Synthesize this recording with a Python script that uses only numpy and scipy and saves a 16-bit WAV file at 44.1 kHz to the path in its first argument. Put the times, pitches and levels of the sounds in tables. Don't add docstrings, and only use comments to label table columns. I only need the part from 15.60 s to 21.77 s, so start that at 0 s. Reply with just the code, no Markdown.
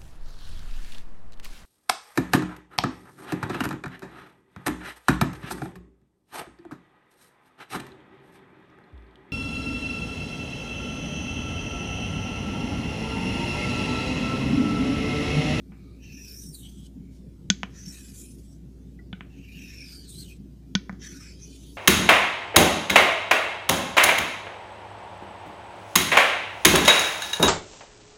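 import sys
import numpy as np
from scipy import signal
from scipy.fft import rfft, irfft, next_fast_len
from scipy.io import wavfile
from scipy.ndimage import uniform_filter1d, map_coordinates

SR = 44100
rng = np.random.default_rng(int(sys.argv[2]) if len(sys.argv) > 2 else 0)


def wav_out(sig):
    wavfile.write(sys.argv[1], SR, np.round(np.clip(np.atleast_2d(sig).T, -1, 1) * 32767).astype(np.int16))


N = 272097

SPLIT_HZ, CUTOFF_HZ = 6800, 15500
ROOM_NOISE_DB = -48

# frequency in Hz, relative density in dB per Hz.
RASP_SPECTRUM_HZ_DB = [(600, -29), (1200, -11), (1550, -13.5), (2200, -8), (3200, 3), (4300, 3), (6000, 4),
                       (7500, 1.5), (9500, 3), (11500, -0.5), (13800, -3), (15500, -8.5)]
# time in seconds, level in dB before the trim of the rasp
STROKE_LEVELS_S_DB = [
    [(0.36, -84, -84), (0.44, -51.5, -71.5), (0.726, -47, -50.5), (0.922, -61.5, -50.5),
     (0.946, -53.5, -45.5), (1.022, -62, -54), (1.042, -54, -56.5), (1.168, -68.5, -64),
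     (1.27, -58.5, -66.5), (1.3, -91, -79)],
    [(2.1, -64, -72), (2.13, -66, -80), (2.16, -51.5, -63.5), (2.246, -47.5, -58), (2.334, -49.5, -49),
     (2.516, -59.5, -58.5), (2.58, -56, -47), (2.78, -69, -64), (2.948, -71, -71), (3.0, -79, -82)],
    [(3.7, -65, -85), (3.958, -49, -63.5), (4.234, -47.5, -61.5), (4.352, -48, -55), (4.47, -55, -66),
     (4.494, -56, -51), (4.614, -44.5, -48), (4.65, -54.5, -58), (4.718, -57, -58.5), (4.78, -73, -75)],
    [(5.395, -61, -89), (5.417, -48, -74), (5.451, -43.5, -57), (5.591, -52, -59.5), (5.675, -50.5, -63.5),
     (5.783, -58, -71), (5.841, -54, -63), (5.871, -54.5, -64.5), (6.107, -60.5, -60), (6.17, -61, -59)],
]
# time in seconds, centre in Hz.
STROKE_PITCH_S_HZ = [
    [(.45, 5860), (.72, 5370), (.82, 5830), (.91, 5550), (.945, 4400), (1.05, 3050)],
    [(2.16, 6040), (2.3, 5800), (2.5, 5600), (2.95, 5760)],
    [(4.02, 5530), (4.24, 5220), (4.32, 4700), (4.43, 4540), (4.54, 3620), (4.61, 4440), (4.66, 3230),
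     (4.72, 2520)],
    [(5.41, 5970), (5.6, 5640), (5.77, 5030), (5.84, 6160), (5.97, 6700), (6.15, 6170)],
]
# lag (travel is elapsed share to this power), width in Hz,
# lift over the plain rasp in dB, travel (0-1) where strongest, travel until 6 dB down.
STROKE_SHAPES = [(.85, 600, 21.5, 0.45, 0.32), (1, 950, 14.5, 0.14, 0.1), (1, 467, 18, 0.64, 0.3),
                 (1, 720, 12, 0.28, 0.3)]
# start in Hz, end in Hz, width in Hz, lift in dB,
# travel (0-1) where strongest, travel until 6 dB down (sign has no effect).
PUSH_RESONANCES = [(1890, 1480, 320, 21.5, 0.2, 0.4), (2650, 2180, 290, 31.5, 0.21, 0.21),
                   (10200, 8000, 770, 9, 0.7, 0.3), (14000, 12700, 3400, 14, 0.21, -0.3)]
# Hz, Hz, Hz, dB, travel, travel.
RETURN_RESONANCES = [(1805, 1280, 430, 23.5, .12, 0.25), (2560, 2380, 230, 13, 0.38, 0.37),
                     (9220, 5700, 1040, 10.8, 0.33, 0.1), (11200, 9400, 1900, 8.5, .58, 0.23)]
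# middle in seconds, half length in seconds, centre in Hz,
# width in Hz, level in dB before the swell.
RUBS = [(.18, 0.32, 2310, 196, -71.5), (0.244, 0.21, 1220, 150, -72), (0.288, 0.2, 4130, 900, -72.5),
        (0.948, 0.025, 4400, 400, -56), (1.06, 0.056, 3120, 347, -54), (1.18, 0.18, 3290, 300, -66.5),
        (1.262, 0.017, 8300, 700, -63), (1.492, 0.14, 2200, 250, -75), (1.558, 0.073, 6000, 7000, -67.5),
        (2.604, 0.1, 7240, 895, -51.5), (2.9, 0.11, 7850, 400, -70), (2.933, 0.05, 5800, 400, -69.5),
        (3.231, 0.1, 6380, 500, -80), (4.222, 0.083, 2394, 246, -49.5), (4.504, 0.022, 8450, 2000, -48),
        (4.721, .04, 2510, 199, -55), (5.668, 0.11, 2240, 454, -57), (5.838, .04, 6040, 600, -47),
        (6.123, 0.15, 3430, 550, -60.5)]
# time in seconds, crack in dB, ring in dB, thump in dB,
# lowest crack in Hz, top of the soft contact in Hz, sharp share of the contact in dB.
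TOUCHES = [(0.12, -22, -43, -34, 706, 2790, -40), (1.9014, 10, -8.5, -10, 1800, 7020, -52),
           (2.0323, 6.5, -46, -24, 686, 3230, -18.5), (3.5287, -9.5, -35, -32, 1010, 3720, -33),
           (3.53, -16, -27.5, -23, 900, 3200, -45), (3.608, -4.5, -33, -32, 1100, 3060, -33),
           (5.152, 6, -12, -9, 1260, 6040, -51), (5.1539, 0.5, -16.5, -43.5, 1300, 2970, -50),
           (5.2948, 1, -40, -22, 600, 2150, -28), (5.327, -21.5, -50, -26, 600, 2100, -11)]
# frequency in Hz, level in dB, t60 in seconds.
BLADE_MODES = [(1485, -13, .042), (3365, -2, .028), (5460, -10, .02), (6360, -2, .026), (640, -26, .03),
               (1330, -22, .02), (1740, -20, .02), (2180, -19, .015), (2470, -13, .015), (3120, -8, .012),
               (4200, -16, .015), (4480, -16, .015), (4960, -14, .015), (5970, -11, .015)]
# frequency in Hz, level in dB, t60 in seconds.
TABLE_MODES = [(126.4, -24.5, .09), (186, -18, .09), (192.4, -5.5, 0.1), (237, -24.5, 0.0049),
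               (454, -31.5, 0.034)]
# time in seconds, frequency in Hz, level in dB before the rise, t60 in seconds.
PLINKS = [(3.39, 1960, -45, 0.066), (3.392, 1430, -60, 0.081)]
# delay in seconds, level in dB.
REFLECTIONS_S_DB = [(.0013, -17.5), (.004, -12.5)]
# frequency in Hz, mid level in dB.
HUM_HZ_DB = [(59.1, -48), (108.5, -61), (202, -63), (333, -66.5)]
# frequency in Hz, relative density in dB per Hz.
ROOM_SPECTRUM_HZ_DB = [(20, -19), (45, -15.5), (75, -6), (105, -5), (150, 0.5), (200, -0.5), (230, -9),
                       (268, 1), (305, -12.5), (360, -10), (520, -25.5), (1100, -41), (2000, -43),
                       (5000, -42), (15000, -50)]


def strokes(judder_db=1.45, judder_hz=30, trim_db=-1.35):
    t_s = np.arange(N) / SR
    sound, main_drive = grit(), grit()
    lesser_drives = [grit() for _ in PUSH_RESONANCES]
    gains = np.zeros((2, N))
    plans = zip(STROKE_LEVELS_S_DB, STROKE_PITCH_S_HZ, STROKE_SHAPES)
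    for k, (levels, pitch, (lag, main_width_hz, *main_shape)) in enumerate(plans):
        start_s, end_s = levels[0][0], levels[-1][0]
        now = (t_s >= start_s) & (t_s < end_s)
        travel = ((t_s[now] - start_s) / (end_s - start_s)) ** lag
        gains[:, now] = from_db(in_time(levels, t_s[now]))
        main_hz, = in_time(pitch, t_s[now])
        sound[now] += swell(travel, *main_shape) * gliding_band(main_drive[now], main_hz, main_width_hz)
        lesser = (PUSH_RESONANCES, RETURN_RESONANCES)[k % 2]
        for drive, (from_hz, to_hz, width_hz, *shape) in zip(lesser_drives, lesser):
            centre_hz = from_hz + (to_hz - from_hz) * travel
            sound[now] += swell(travel, *shape) * gliding_band(drive[now], centre_hz, width_hz)
    sound = shifting_peaks(sound, depth_db=5.0, width_hz=100, hold_s=.05)
    sound = shifting_peaks(sound, depth_db=2.5, width_hz=554, hold_s=.05)
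    rasp_gain, hiss_gain = uniform_filter1d(gains, size=441)
    rasp = rasp_gain * evened(cut(sound, SPLIT_HZ, "low", order=8))
    hiss = hiss_gain * evened(cut(sound, SPLIT_HZ, "high", order=8))
    return (rasp + hiss) * from_db(judder_db * drift(judder_hz) + trim_db)


def grit(grains_per_s=5000, spread_db=-1.5, smooth_share=0.33):
    sizes_db = spread_db * np.minimum(rng.exponential(1, N), 4)
    sizes = from_db(sizes_db) * rng.choice([-1, 1], N)
    coarse = sizes * (rng.random(N) < grains_per_s / SR)
    fine = smooth_share * rng.standard_normal(N)
    return coloured(rms_one(coarse) + fine, RASP_SPECTRUM_HZ_DB)


def swell(travel, lift_db, strongest_at, reach):
    return from_db(lift_db) * .5 ** (((travel - strongest_at) / reach) ** 2)


def rubs():
    t_s, drive, out = np.arange(N) / SR, grit(), np.zeros(N)
    for middle_s, half_s, hz, width_hz, db in RUBS:
        now = np.abs(t_s - middle_s) < half_s
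        band = rms_one(gliding_band(drive[now], np.full(now.sum(), hz), width_hz))
        out[now] += from_db(db) * np.hanning(now.sum()) * band
    return out


def touches(scatter_db=-11, scatter_t60_s=0.085, tail_db=-15, tail_follows=.25, tail_t60_s=.4,
            hard_edge_hz=6800, thump_low_hz=100):
    cracks, blows, thumps, tails = np.zeros((4, N))
    for s, crack_db, ring_db, thump_db, low_hz, top_hz, edge_db in TOUCHES:
        click = click_at(s)
        soft = cut(click, top_hz, "low", order=12)
        sharp = cut(click, hard_edge_hz, "low", order=12)
        contact = soft + from_db(edge_db) * sharp
        crack = cut(contact, low_hz, "high", order=3)
        cracks += from_db(crack_db) * crack
        tails += from_db(tail_db + tail_follows * crack_db) * crack
        blows += from_db(ring_db) * contact
        thumps += from_db(thump_db) * click
    cracks = cracks + from_db(scatter_db) * signal.fftconvolve(cracks, dying_noise(scatter_t60_s))[:N]
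    cracks = cracks + signal.fftconvolve(tails, dying_noise(tail_t60_s))[:N]
    blade = sum((-1) ** k * from_db(db) * ring(blows, hz, t60_s)
                for k, (hz, db, t60_s) in enumerate(BLADE_MODES))
    table = sum(from_db(db) * ring(thumps, hz, t60_s) for hz, db, t60_s in TABLE_MODES)
    return cracks, cut(blade + cut(table, 600, "low"), thump_low_hz, "high")


def plink(rise_t60_s=0.0071):
    out = np.zeros(N)
    for s, hz, db, t60_s in PLINKS:
        click = click_at(s)
        out += from_db(db) * (ring(click, hz, t60_s) - ring(click, hz, rise_t60_s))
    return out


def reflected(x):
    t_s = np.arange(N) / SR
    return x + sum(from_db(db) * np.interp(t_s - delay_s, t_s, x, left=0) for delay_s, db in REFLECTIONS_S_DB)


def room(x, early_db=-21, early_t60_s=0.18, late_db=-28, late_t60_s=0.67, delay_s=0.0082):
    tail = from_db(early_db) * dying_noise(early_t60_s) + from_db(late_db) * dying_noise(late_t60_s)
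    tail = np.concatenate([np.zeros(round(delay_s * SR)), tail])
    return signal.fftconvolve(x, tail)[:N]


def background(flicker_db=3.5, waver_db=0.84):
    t_s = np.arange(N) / SR
    hum = np.zeros(N)
    for hz, db in HUM_HZ_DB:
        line = np.sqrt(2) * np.sin(2 * np.pi * (hz * t_s + rng.random()))
        hum += line * from_db(db + waver_db * drift(3))
    noise = from_db(ROOM_NOISE_DB) * coloured(rng.standard_normal(N), ROOM_SPECTRUM_HZ_DB)
    return hum + shifting_peaks(noise, depth_db=flicker_db, width_hz=120, hold_s=.06)


def gliding_band(x, hz, width_hz, skirt=1.68):
    turn = np.exp(2j * np.pi * np.cumsum(hz) / SR)
    core = cut(x / turn, width_hz / 2, "low", order=1)
    return 2 * np.real(cut(core, skirt * width_hz / 2, "low") * turn)


def shifting_peaks(x, depth_db, width_hz, hold_s):
    frame = 512
    hz, s, spectrum = signal.stft(x, SR, nperseg=frame)
    grid = np.meshgrid(hz / max(width_hz, 80), s / max(hold_s, .02), indexing="ij")
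    lift = map_coordinates(rng.standard_normal((300, 320)), grid, order=3, mode="wrap")
    return signal.istft(spectrum * from_db(depth_db * lift), SR, nperseg=frame)[1][:N]


def evened(x):
    return x / np.sqrt(uniform_filter1d(x ** 2, size=1764) + 1e-12)


def ring(x, hz, t60_s):
    r, w = from_db(-60 / (t60_s * SR)), 2 * np.pi * hz / SR
    return signal.lfilter([0, np.sin(w)], [1, -2 * r * np.cos(w), r * r], x + 1e-18)


def click_at(s):
    return 1. * (np.arange(N) == round(s * SR))


def dying_noise(t60_s):
    t_s = np.arange(SR) / SR
    cloud = rng.standard_normal(SR) * np.exp(-np.log(1000) * t_s / t60_s)
    return cloud / np.sqrt(np.sum(cloud ** 2))


def coloured(x, spectrum):
    hz, db = np.transpose(spectrum)
    size = next_fast_len(N, real=True)
    bins_hz = np.maximum(np.fft.rfftfreq(size, 1 / SR), 1)
    gain = from_db(np.interp(np.log(bins_hz), np.log(hz), db))
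    return rms_one(irfft(rfft(x, size) * gain, size)[:N])


def drift(rate_hz):
    return rms_one(cut(rng.standard_normal(N + SR), rate_hz, "low")[SR:])


def cut(x, hz, kind, order=2):
    sos = signal.butter(order, min(hz, .45 * SR), kind, fs=SR, output="sos")
    return signal.sosfilt(sos, x + 1e-18)


def in_time(rows, t_s):
    s, *columns = np.transpose(rows)
    return [np.interp(t_s, s, c) for c in columns]


def rms_one(x):
    return x / np.sqrt(np.mean(x ** 2) + 1e-20)


def from_db(db):
    return 10 ** (np.asarray(db) / 20)


def scene(body_in_room_db=-6):
    cracks, body = touches()
    sharp = strokes() + rubs() + cracks + plink()
    near = reflected(sharp + body)
    far = room(sharp + from_db(body_in_room_db) * body)
    return (near + far + background())[None]


def record(dry):
    low_pass = signal.ellip(12, .1, 70, CUTOFF_HZ, fs=SR, output="sos")
    return signal.sosfilt(low_pass, np.clip(dry, -1, 1))


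dry = scene()
out = record(dry)
wav_out(out)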